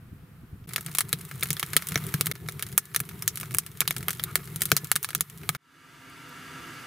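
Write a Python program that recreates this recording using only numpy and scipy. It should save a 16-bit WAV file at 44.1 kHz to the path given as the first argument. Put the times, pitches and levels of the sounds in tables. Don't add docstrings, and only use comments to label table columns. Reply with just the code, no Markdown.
import sys
import numpy as np
from scipy import signal
from scipy.fft import rfft, irfft, next_fast_len
from scipy.io import wavfile
from scipy.ndimage import uniform_filter1d

SR = 44100
rng = np.random.default_rng(int(sys.argv[2]) if len(sys.argv) > 2 else 0)


def dump_mix(stems):
    frames = np.atleast_2d(stems).T
    limited = np.clip(frames, -1, 1)
    pcm = np.round(limited * 32767).astype(np.int16)
    wavfile.write(sys.argv[1], SR, pcm)


def level_to_linear(level):
    exponent = np.asarray(level, float) / 20
    return 10 ** exponent


N = 302694
BED_TOP_HZ = 15950


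def rms_one(x):
    return x / np.sqrt(np.mean(x ** 2, axis=-1, keepdims=True) + 1e-20)


def in_time(rows):
    s, *columns = np.transpose(rows)
    return [np.interp(np.arange(N) / SR, s, column) for column in columns]


def at_hz(points, hz):
    point_hz, value = np.array(points)[:, :2].T
    return np.interp(np.log(hz), np.log(point_hz), value)


def between(start, end, edge=0.001):
    t = np.arange(N) / SR
    return np.clip(np.minimum(t - start, end - t) / edge, 0, 1)


def swells(rows, width_s):
    t = np.arange(N) / SR
    return sum(db * np.exp(-((t - s) / width_s) ** 2) for s, db in rows)


def drift(rate_hz):
    r = np.exp(-80 * np.pi * rate_hz / SR)
    slow = signal.lfilter([1], [1, -2 * r, r * r], rng.standard_normal(N // 40 + 2002))[2000:]
    return np.interp(np.arange(N) / 40, np.arange(len(slow)), rms_one(slow))


def band(x, low_hz, high_hz):
    return signal.sosfilt(signal.butter(2, [low_hz, high_hz], "band", fs=SR, output="sos"), x)


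def cut_top(x, hz, order=16, loss_db=50):
    return signal.sosfilt(signal.cheby2(order, loss_db, hz, fs=SR, output="sos"), x)


def resonate(x, modes):
    out = 0
    for k, (hz, width, db) in enumerate(modes):
        r = np.exp(-np.pi * max(width, 5) / SR)
        b = (1 - r * r) / 2 * np.array([1, 0, -1])
        a = [1, -2 * r * np.cos(2 * np.pi * hz / SR), r * r]
        out = out + (-1) ** k * level_to_linear(db) * signal.lfilter(b, a, x)
    return out


def stereo(mid, side, alike):
    alike = np.clip(alike, 0, 1)
    return np.sqrt(1 + alike) * mid + np.sqrt(1 - alike) * side * np.array([[1], [-1]])


def coloured(spectrum, likeness):
    size = next_fast_len(N)
    hz = np.maximum(np.fft.rfftfreq(size, 1 / SR), 1)
    shape = level_to_linear(at_hz(spectrum, hz)) * (hz < BED_TOP_HZ)
    mid, side = rfft(rng.standard_normal((2, size))) * shape
    out = irfft(stereo(mid, side, at_hz(likeness, hz)), size)[:, :N]
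    return out / np.sqrt(np.mean(out ** 2))


# centre_s, rise_db
WIND = [
    (0, 0),
    (.13, 11.5),
    (.23, 2),
    (.32, 1),
    (.44, 10),
    (.54, 7),
    (.625, 4.5),
]
# pitch_hz, level_db
GUST = [(12, -32), (20, -15), (136, 0), (323, -18.5), (392, -20.5), (577, -43), (669, -39), (700, -42),
        (910, -72), (1540, -120)]
# pitch_hz, level_db
SNOW_AIR = [(290, -44), (500, -3.5), (570, -19), (678, -8), (784, -14), (1280, -7.5), (6330, -27),
            (14200, -20), (16000, -25)]
# pitch_hz, left_right_likeness
SNOW_ALIKE = [(60, 0.98), (240, 0.94), (950, 0.61), (3770, 0.089), (15000, 0.61)]
# start_s, level_db
ICE_TICK = (.6405, -49)


def snowfield():
    lull_db, gust_s, air_db = -49.5, 0.015, -61.5
    lumps = level_to_linear(2.0 * drift(30))
    gusts = level_to_linear(lull_db + swells(WIND, gust_s)) * lumps * coloured(GUST, SNOW_ALIKE)
    tick_s, tick_db = ICE_TICK
    tick = between(tick_s, tick_s + 0.0044) * band(rng.standard_normal(N), 2500, 5500)
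    return gusts + level_to_linear(air_db) * coloured(SNOW_AIR, SNOW_ALIKE) + level_to_linear(tick_db) * tick


# centre_s, change_db
SURGES = [(.86, -3), (1.13, 2.5), (1.3, 0), (1.42, -2), (1.6, -3.5), (1.83, -4.5), (1.94, 6), (2.05, 3),
          (2.24, 0.5), (2.31, 8.5), (2.46, 3), (2.58, 5), (2.68, -1.5), (2.78, 4.5), (2.87, -6), (3.0, 0.5),
          (3.12, 3.5), (3.25, 4.5), (3.4, 5), (3.54, 7), (3.63, -2), (3.72, 2.5), (3.8, -4), (3.96, 2),
          (4.1, 4.5), (4.28, 3), (4.38, 3.5), (4.52, 3.5), (4.62, 0), (4.83, -5), (4.92, -5), (5.0, -3),
          (5.09, -5), (5.26, -5), (5.34, -1), (5.42, 5)]
# pitch_hz, level_db
FLUTTER = [(15, -41), (25, -18), (69, -11), (115, -0.5), (150, 2.5), (170, -1), (252, -20.5), (335, -16.5),
           (395, -12.5), (591, -37.5), (697, -25), (848, -43.5), (900, -27), (1170, -50.5), (1980, -120)]
# pitch_hz, left_right_likeness
FIRE_ALIKE = [(30, 0.7), (130, 1), (400, 0.89), (3000, 0.54), (14000, 0.9)]


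def flutter(vigour_db, lumps_db):
    surge_s, mean_db, follows = 0.042, -44, 0.61
    level_db = mean_db + follows * vigour_db + swells(SURGES, surge_s) + lumps_db
    return level_to_linear(level_db) * band(coloured(FLUTTER, FIRE_ALIKE), 55, 3000) * level_to_linear([[.5], [-.5]])


def ticks(vigour_db, per_s=320, spread_db=7.5):
    born = rng.random(N) < per_s * level_to_linear(.7 * vigour_db) / SR
    sizes = born * level_to_linear(spread_db * np.minimum(rng.exponential(1, N), 2.1) - 18.5)
    return signal.lfilter([1], [1, -level_to_linear(-60 / (.005 * SR))], sizes + 1e-18)


# pitch_hz, level_db
HISS = [(470, -65), (800, -11), (1270, 1.5), (1540, -3.5), (2210, -2), (2470, -7), (3980, -8.5),
        (4800, -13.5), (7170, -13), (11700, -6.5), (16000, -8)]


def hiss(hiss_db, vigour_db):
    sizzle = level_to_linear(.8 * drift(30))
    rough = .85 + 1.5 * ticks(vigour_db)
    return cut_top(level_to_linear(hiss_db) * sizzle * coloured(HISS, FIRE_ALIKE) * rough, BED_TOP_HZ + 150)


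# start_s, peak_db, upper_modes_change_db
THUMPS = [(0.67, -35.5, 0), (0.897, -33, 0), (1.135, -25.5, 0), (1.343, -30, -10), (1.427, -33, 7),
          (1.503, -21.5, -1.5), (1.632, -28, 3), (1.757, -29, 5.5), (1.913, -32, 2), (1.959, -20, 3.5),
          (2.018, -50, 2), (2.062, -32.5, 0), (2.141, -16, -2.5), (2.205, -26.5, 3.5), (2.731, -36, 0),
          (3.007, -25.5, -2), (3.371, -37, -6), (3.81, -31, 3), (3.904, -29, -10), (4.077, -33, 3),
          (4.406, -40, 0), (4.559, -27.5, -3), (4.612, -25.5, -1.5), (4.722, -15.5, 4), (4.835, -32, 5),
          (4.953, -33.5, -1), (5.15, -31, -9), (5.209, -34, 3), (5.39, -54, 0), (5.492, -24.5, -15)]
# pitch_hz, level_db, t60_s
BOX_MODES = [(149.8, -1.5, 0.041), (306, -14.5, 0.052), (440, -12, 0.046), (683, -17, 0.018)]


def thumps():
    s, peak_db, upper_db = np.transpose(THUMPS)
    chance, out = rng.normal(0, 1.7, (len(s), len(BOX_MODES))), np.zeros(N)
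    for k, (hz, db, t60) in enumerate(BOX_MODES):
        pushes = np.full(N, 1e-18)
        pushes[np.round(s * SR).astype(int)] = level_to_linear(peak_db + db - 1.5 + (chance[:, k] + upper_db) * (k > 0))
        r, w = level_to_linear(-60 / (t60 * SR)), 2 * np.pi * hz / SR
        mode = [0, np.sin(w)], [1, -2 * r * np.cos(w), r * r]
        ringing = signal.lfilter(*mode, pushes)
        if k == 0:
            ringing = 2 * np.e * (1 - r) * signal.lfilter(*mode, ringing)
        out += ringing
    return band(out, 62, 1800) * level_to_linear([[.55], [-.55]])


# start_s, crack_db, then ring_db, middle_db, edge_db re crack
POPS = [(0.7609, -24, -1, -1.5, -11), (0.985, -16.5, -9.5, -14, -29), (1.007, -19.5, -2.5, -12, -30),
        (1.433, -21.5, -9, -12.5, -23), (2.2099, -17.5, -11.5, -4.5, -21), (2.2684, -22.5, -8.5, -16, -29),
        (2.7782, -10.5, -11.5, -13.5, -16), (3.0025, -23.5, -5, -17.5, -39),
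        (3.2778, -17.5, -14.5, -8.5, -1.5), (3.5473, -22, -6, -18.5, -29), (3.5848, -15.5, -17, -12, -14.5),
        (3.8772, -20.5, -13, -2, -28), (3.9082, -23, -3.5, -17, -12), (4.0831, -21.5, -1.5, -19, -36),
        (4.238, -21, -18.5, -18, -33), (4.717, -17, 0.5, -5.5, -7.5), (4.9159, -14.5, -4.5, -12.5, -20.5),
        (4.9615, -19.5, -5, -9.5, -32), (5.1495, -20, -8.5, -6, -8.5), (5.208, -17.5, -13, -9, -18.5),
        (5.491, -20.5, -1, -10, -20.5),
        (1.1289, -19, -5, -2.5, -23),
    (1.505, -22, -10, -6, -7),
    (1.7658, -9.5, -8, -5.5, -24),
    (1.9571, -29, 9, 4, -13),
    (2.9619, -17.5, -9.5, -7.5, -13),
    (3.8057, -16, -14, -8.5, -20),
    (4.3555, -16, -3.5, -10.5, -21),
    (4.6188, -18.5, -10, -6.5, -18.5),
    (4.7663, -19, -9, -10, -5.5),
]
# start_s, crack_db
KNOCKS = [(.7092, -52), (.7805, -37), (.88, -52), (.885, -49), (1.3127, -42.5), (1.4266, -34.5),
          (1.6286, -28.5), (1.7915, -47), (2.4868, -33.5), (2.5851, -66), (2.85, -69), (2.915, -59),
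          (3.4312, -40.5), (3.621, -62), (3.636, -58), (3.8159, -31), (3.854, -51), (4.1963, -37.5),
          (4.3904, -55), (4.853, -54), (5.131, -48), (5.4332, -51), (5.5495, -37.5)]
# start_s, crack_db
HOLLOWS = [(1.209, -47.5), (1.4205, -51), (1.4567, -38), (1.5675, -36.5), (1.733, -28.5), (1.8224, -35),
           (1.9205, -33.5), (1.9437, -37), (1.9756, -32.5), (2.123, -46), (2.1405, -25), (2.314, -28),
           (2.354, -43), (2.5944, -35.5), (2.694, -52), (2.9465, -28), (3.09, -44), (3.457, -46.5),
           (3.509, -40.5), (3.965, -30), (4.007, -44), (4.0284, -38.5), (4.0933, -32.5), (4.375, -41.5),
           (4.4747, -46), (4.69, -45), (5.0455, -26.5), (5.0888, -35), (5.1054, -36.5), (5.528, -54)]
# start_s, crack_db
SNAPS = [(.691, -41), (0.7346, -32), (0.863, -32), (.915, -41.5), (0.9498, -25), (0.971, -36.5),
         (1.4873, -39), (1.5963, -25.5), (1.815, -48), (1.908, -42), (2.039, -41.5), (2.0893, -41.5),
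         (2.1803, -49), (2.625, -25.5), (2.666, -39), (2.7266, -41), (3.223, -29.5), (3.3731, -31),
         (3.411, -32.5), (3.541, -34), (3.664, -36), (3.9004, -43), (3.9249, -41), (4.1061, -26),
         (4.1308, -35.5), (4.15, -44), (4.23, -42), (4.6077, -34), (4.7738, -26.5), (0.9882, -23),
         (1.0108, -29), (1.439, -34), (3.0908, -40), (4.6214, -30), (4.956, -24), (5.2989, -42)]
# start_s, crack_db
SPITS = [(0.809, -36), (1.0918, -37.5), (1.1878, -44), (1.212, -39), (1.251, -40.5), (1.2905, -47),
         (1.3565, -46), (1.409, -36.5), (1.471, -38), (1.53, -26.5), (1.663, -39.5), (1.8705, -30),
         (1.8873, -27.5), (2.0666, -34), (2.2588, -26), (2.4775, -46), (2.496, -40), (2.522, -40.5),
         (2.855, -43.5), (3.357, -31.5), (3.4, -33), (3.569, -36), (3.9484, -51), (3.982, -34),
         (4.56, -28.5), (4.6343, -30), (4.655, -23), (4.7024, -41), (4.845, -32.5), (5.029, -27),
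         (5.0374, -35)]
# start_s, crack_db
PRICKS = [(.7255, -49), (.8282, -51), (.848, -50), (.8942, -49), (.9281, -47), (.9402, -47), (1.194, -49),
          (1.34, -50), (1.396, -45), (1.704, -45), (2.688, -45), (2.7182, -46), (2.9937, -42),
          (3.0526, -48.5), (3.192, -48), (3.26, -52), (3.307, -55), (3.5283, -46), (3.716, -48.5),
          (3.773, -44), (4.0995, -52), (4.1247, -47), (4.442, -48), (5.1652, -51), (1.0863, -47),
          (1.3784, -50), (1.6875, -50), (2.5131, -50), (2.9413, -48), (4.1718, -47), (4.1843, -50),
          (4.4557, -47), (4.5011, -51), (4.6717, -47), (5.179, -47), (5.198, -54), (5.3757, -47.5),
          (5.3826, -49.5), (4.871, -43), (3.519, -43), (4.312, -47.5)]
# start_s, crack_db
TAPS = [(2.36, -62), (2.462, -62), (2.61, -59), (3.036, -64), (3.112, -61), (4.403, -61), (4.433, -64),
        (5.187, -65), (5.415, -65)]
# ring_db, middle_db, edge_db re crack, ring_tilt_db, tail_db re burst
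KIND_DB = [
    (6, -10, -10.5, 3.5, -8),
    (-2, -7.5, -15.5, 4, -9),
    (-9.5, -9, -17.5, 3, -8),
    (-18, -12.5, -25, -1, -9.5),
    (-28, -9, -15.5, -2.5, -11.5),
]
TAP_DB = (13, -2, 1, 0, -9)


def bursts():
    tilt_db, tail_db = 5.5, -11.5
    rows = [(*row, tilt_db, tail_db) for row in POPS]
    kinds = KNOCKS, HOLLOWS, SNAPS, SPITS, PRICKS, TAPS
    for kind, colour in zip(kinds, [*KIND_DB, TAP_DB]):
        rows += [(*row, *colour) for row in kind]
    return rows


def voiced(s, voices, blows, width_hz):
    rms_re_peak_db, narrowest_hz = -16.5, 150
    rings, db = blows.copy(), np.full(s.shape, -200.)
    nearest = [np.argmin(np.abs(s - row[0])) for row in voices]
    for k, row in zip(nearest, voices):
        rings[:, k] = resonate(blows[:, k], [(row[2], max(width_hz, narrowest_hz), 0)])
        db[k] = row[1] + rms_re_peak_db
    return rings, db, nearest


# pitch_hz, width_hz, level_db
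RING_MODES = [
    (1312, 202, 16),
    (1725, 242, 7),
    (2250, 363, 5),
    (685, 105, -5.5),
    (462, 179, -5),
]
# pitch_hz, width_hz, level_db
CRACK_MODES = [(10000, 5800, -2.5)]
# start_s, peak_db, pitch_hz, box_body_change_db
LOW_VOICES = [(0.7607, -36, 2250, -1.5), (0.9488, -25, 1460, 0.0), (0.9842, -18, 1330, -0.5),
              (1.0071, -12, 1645, -8), (1.1289, -8, 1700, 2), (1.4262, -13, 2190, 0.0),
              (1.504, -18, 2180, -3), (1.5948, -26, 2200, 1), (1.6287, -14, 1600, -3),
              (1.7654, -10, 2110, 0.5), (1.9565, -10, 2180, 3), (2.1396, -11, 1630, -4),
              (2.2089, -17.5, 1220, 7), (2.3137, -20, 2180, 5), (2.4863, -30, 2070, -1),
              (2.7781, -13.5, 1190, 0.0), (2.9457, -12, 1690, -3), (3.0026, -13, 1690, -3),
              (3.2775, -10, 1780, 0.0), (3.4321, -28, 1270, 2), (3.5469, -16, 1650, -17),
              (3.5843, -17.5, 1170, 1), (3.8053, -12.5, 1700, 2), (3.8766, -21, 1270, 4),
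              (3.908, -14, 2270, 3.5), (3.9649, -18, 1660, -8), (4.0826, -17, 1270, -0.5),
              (4.1959, -33, 1160, -2), (4.355, -18, 1900, -1), (4.6179, -24, 2080, -11),
              (4.7162, -3, 1450, 5.5), (4.7661, -21.5, 1370, 0.0), (4.9153, -15, 1260, -6.5),
              (4.9606, -17.5, 1240, -4), (5.045, -11.5, 1690, -14), (5.0894, -24, 1260, 4),
              (5.1492, -20, 1250, -6), (5.2086, -20.5, 1200, -0.5), (5.4904, -15, 1240, 1),
              (5.5493, -26, 1270, 3)]
# start_s, peak_db, pitch_hz
HIGH_VOICES = [(0.7602, -17, 2580), (0.9488, -26, 2590), (0.9842, -13.5, 3300), (1.1289, -18, 3760),
               (1.4262, -11.5, 3500), (1.504, -16, 7500), (1.5674, -21, 3450), (1.6282, -20, 2920),
               (1.7654, -17, 3000), (1.9565, -6.5, 5680), (2.1396, -29, 3820), (2.2094, -33, 3820),
               (2.2673, -18.5, 2930), (2.3137, -21, 3600), (2.4863, -22, 3720), (2.625, -24, 2840),
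               (2.7781, -6, 6680), (2.9452, -29, 4060), (2.9612, -7.5, 6700), (3.2221, -18, 5260),
               (3.277, -2.5, 6060), (3.5838, -18, 6560), (3.8053, -15, 3020), (3.8766, -17, 3710),
               (3.9075, -16, 3300), (3.9649, -30, 3300), (4.0821, -15.5, 3100), (4.1954, -17, 3090),
               (4.2373, -17, 3680), (4.355, -15.5, 2950), (4.6174, -31, 3390), (4.6179, -23, 7360),
               (4.7162, -11, 2600), (4.7661, -9.5, 4330), (4.9153, -16, 2720), (4.9567, -23, 2930),
               (5.028, -20, 6100), (5.1487, -9.5, 5720), (5.2071, -19, 7800), (5.4909, -18.5, 3070)]
DRY_S = (1.5043, 1.9567, 3.5473, 3.9078, 4.2381)


def pops(burst_s=0.0015):
    dry_loss_db, direct_click, voiced_loss_db, body_re_ring_db = 2.5, 3.4, 3.5, -13
    s, crack_db, ring_db, middle_db, edge_db, tilt_db, tail_db = np.transpose(bursts())[:, :, None]
    at_door = (np.abs(s - np.array(DRY_S)) < .004).any(axis=1, keepdims=True)
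    tail_db = tail_db - dry_loss_db * at_door
    t = np.arange(round(.05 * SR)) / SR
    noise = rng.standard_normal((len(s), 3, len(t)), dtype=np.float32)
    chance = rng.standard_normal((len(s), 2))
    lengths = burst_s * level_to_linear(0.18 * (tail_db + 21.0) + 1.2 * chance[:, :1])
    burst = noise[:, 0] * np.clip(t / 0.00027, 0, 1) * level_to_linear(-7.5 * t * 1000) / (1 + (t / lengths) ** 6)
    burst[:, 5] += direct_click * np.sign(noise[:, 0, 5])
    onset = level_to_linear(tail_db - 0.031 * (crack_db + 31.5)) * np.clip(t / 0.0031, 0, 1)

    def blow(t60, apart, order=0):
        tail = onset * level_to_linear(-60 * t / t60)
        scatter = np.diff(noise[:, 2], order, prepend=np.zeros((len(s), order)))
        side = apart * scatter * (tail + 0.045 * np.abs(burst))
        return burst + tail * noise[:, 1] + np.array([side, -side])

    lower = resonate(blow(0.037, 0.49), RING_MODES[:1])
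    upper = -resonate(blow(0.035, 0.19), RING_MODES[1:3])
    body = -resonate(blow(0.028, 0.57), RING_MODES[3:])
    low, low_db, low_at = voiced(s, LOW_VOICES, blow(0.023, 0.45), 87)
    high, high_db, high_at = voiced(s, HIGH_VOICES, blow(0.036, 1.0), 440)
    edge = -band(blow(0.064, 1.0), 4940, 7620)
    middle = band(blow(0.047, .8), 2280, 4480)
    crack = band(blow(.040, .4, order=2), 7400, 18500)
    crack = 0.4 * crack + resonate(crack, CRACK_MODES)

    body_db = crack_db + ring_db - tilt_db / 2 + body_re_ring_db
    body_db[low_at, 0] += np.transpose(LOW_VOICES)[3]
    ring_db[low_at] -= voiced_loss_db
    middle_db[high_at] -= voiced_loss_db
    edge_db[high_at] -= voiced_loss_db / 2
    layers = ((lower, crack_db + ring_db - tilt_db / 2 - 2.0, -.7),   # sound, level dB, pan dB
              (upper, crack_db + ring_db + tilt_db / 2 - 3.5, -.7),
              (edge, crack_db + edge_db + 0.053, .5),
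              (middle, crack_db + middle_db + 0.13, .1),
              (crack, crack_db + 0.18, 1.1),
              (body, body_db, -.3), (low, low_db, -.7), (high, high_db, .1))
    out, sound = np.zeros((2, N + len(t))), 0
    for layer, db, pan_db in layers:
        head = np.sqrt(np.mean(layer[..., :220] ** 2, axis=(0, 2)))[:, None]
        lean = (pan_db + 0.52 * chance[:, 1:]) / 2
        sound = sound + level_to_linear(db + np.array([lean, -lean])) * layer / head
    closer = CUTS_S[2]
    sound = sound * ((s > closer) | (s + t < closer))
    for k, at in enumerate(np.round(s[:, 0] * SR).astype(int)):
        out[:, at:at + len(t)] += sound[:, k]
    return out[:, :N]


# start_s, end_s, level_db
WHISTLES = [
    (1.03, 1.11, -65),
    (1.36, 1.42, -63),
    (2.34, 2.47, -65),
    (2.8, 2.94, -63.5),
    (4.74, 4.92, -58),
]


def whistle():
    pitch_hz = 1727
    gate = sum(level_to_linear(db) * between(on, off, edge=.015) for on, off, db in WHISTLES)
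    tone = [(pitch_hz, 60, 0)]
    breath = rms_one(resonate(resonate(rng.standard_normal(N), tone), tone))
    phase = 2 * np.pi * np.cumsum(pitch_hz + 4 * drift(20)) / SR
    return gate * (1.3 * np.sin(phase) + .28 * breath)


def steam_puff(lumps_db):
    breath = rms_one(resonate(rng.standard_normal(N), RING_MODES[:3]))
    return level_to_linear(-46 + 2 * lumps_db / 3) * between(4.25, 4.325, edge=.015) * breath


# start_s, peak_db
MOANS = [
    (5.01, -51),
    (5.325, -54),
    (5.39, -56),
    (5.432, -50),
]


def moans():
    flue_hz, swell_s = 415, 0.01
    t = np.arange(N) / SR
    swell = sum(level_to_linear(db) * np.exp(-((t - s - swell_s) / swell_s) ** 2) for s, db in MOANS)
    return swell * np.sin(2 * np.pi * flue_hz * t)


# start_s, hiss_db
FIRE = [(.68, -51.5), (1.19, -51.5), (1.44, -48.5), (1.69, -46.5), (2.05, -44.5), (2.32, -48.5),
        (2.335, -56), (2.6, -50.5), (2.87, -54.5), (3.14, -51.5), (3.41, -49.5), (3.68, -54), (3.95, -51.5),
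        (4.22, -49.5), (4.6, -49), (4.75, -48.5), (5.29, -55), (5.56, -49.5)]


def fire():
    hiss_db, = in_time(FIRE)
    vigour_db = hiss_db - np.mean(FIRE, axis=0)[1]
    lumps_db = 2.8 * drift(14)
    flame = flutter(vigour_db, lumps_db) + hiss(hiss_db, vigour_db)
    return flame + thumps() + pops() + whistle() + steam_puff(lumps_db) + moans()


# pitch_hz, level_db
TENT = [(15, -54), (25, -24.5), (76, -6.5), (108, -3), (153, 4), (217, -10), (270, -9.5), (427, -14.5),
        (489, -13), (545, -19.5), (1070, -10.5), (1330, -3.5), (4140, -18), (11000, -25.5), (16000, -26)]
# pitch_hz, left_right_likeness
TENT_ALIKE = [(60, 0.92), (380, 0.92), (2380, 0.83), (15000, 0.86)]
# pitch_hz, width_hz
POT_MODES = [(262, 9.3), (286, 8), (334, 9.3), (393, 11), (490, 16), (700, 11), (960, 11), (1190, 12.1),
             (1349, 19), (1668, 43), (2040, 25), (2230, 18), (2830, 140), (3470, 42)]
# pitch_hz, width_hz, level_db
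PLATE_MODES = [(4630, 120, 0), (4860, 58, 0), (6100, 110, 0), (6760, 90, 0), (7810, 80, 1), (9460, 260, -2),
               (10500, 200, -6), (11100, 250, -6)]
# length_s, full_level_db
SIMMER = (1.076, -45)
# start_s, level_db
LID_TICKS = [
    (6.096, -51),
    (6.29, -48),
    (6.665, -56),
]


def tent():
    pot_db_per_octave, top_hz = -2.5, 15750
    fade_s, full_db = SIMMER
    wash = coloured(TENT, TENT_ALIKE)
    sung = wash
    for hz, width in POT_MODES:
        sung = sung + 2.0 * resonate(wash, [(hz, width, pot_db_per_octave * np.log2(hz / 1000))])
    for mode in PLATE_MODES:
        sung = sung + resonate(wash, [mode])
    sung = cut_top(sung, top_hz + 50)
    sung = sung + .15 * np.roll(sung, 139, axis=1) + .2 * np.roll(sung, 331, axis=1)
    fade = np.clip((np.arange(N) / SR - CUTS_S[3]) / fade_s + 0.006, 0, 1)
    touches = sum(level_to_linear(db) * between(s, s + 0.0079) for s, db in LID_TICKS)
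    touches = touches * band(rng.standard_normal(N), 9000, 15000)
    return level_to_linear(full_db) * fade * sung * level_to_linear([[-.35], [.35]]) + touches


# wind_end_s, fire_start_s, closer_view_s, tent_start_s
CUTS_S = (.662, .673, 2.3243, 5.568)


def scene():
    wind_end, fire_start, closer, fire_end = CUTS_S
    splice = 1 - .93 * between(closer, closer + .012)
    snow = between(-1, wind_end) * snowfield()
    burning = splice * between(fire_start, fire_end) * fire()
    return snow + burning + between(fire_end, 99) * tent()


def gain_control(x, knee_db=-24, ratio=0.087, release_db=40, attack_s=0.019):
    level = 10 * np.log10(uniform_filter1d(np.mean(x ** 2, axis=0), size=128) + 1e-12)
    climb = release_db * np.arange(N) / SR
    held = np.maximum.accumulate(ratio * np.maximum(level - knee_db, 0) + climb) - climb
    r = np.exp(-1 / (attack_s * SR))
    return x * level_to_linear(-signal.lfilter([1 - r], [1, -r], held))


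def band_limit(x):
    return signal.sosfilt(signal.butter(12, 16960, fs=SR, output="sos"), x)


def record(dry):
    mix = cut_top(gain_control(dry), 16900, order=10, loss_db=60)
    return band_limit(np.clip(mix, -1, 1))


dry = scene()
out = record(dry)
dump_mix(out)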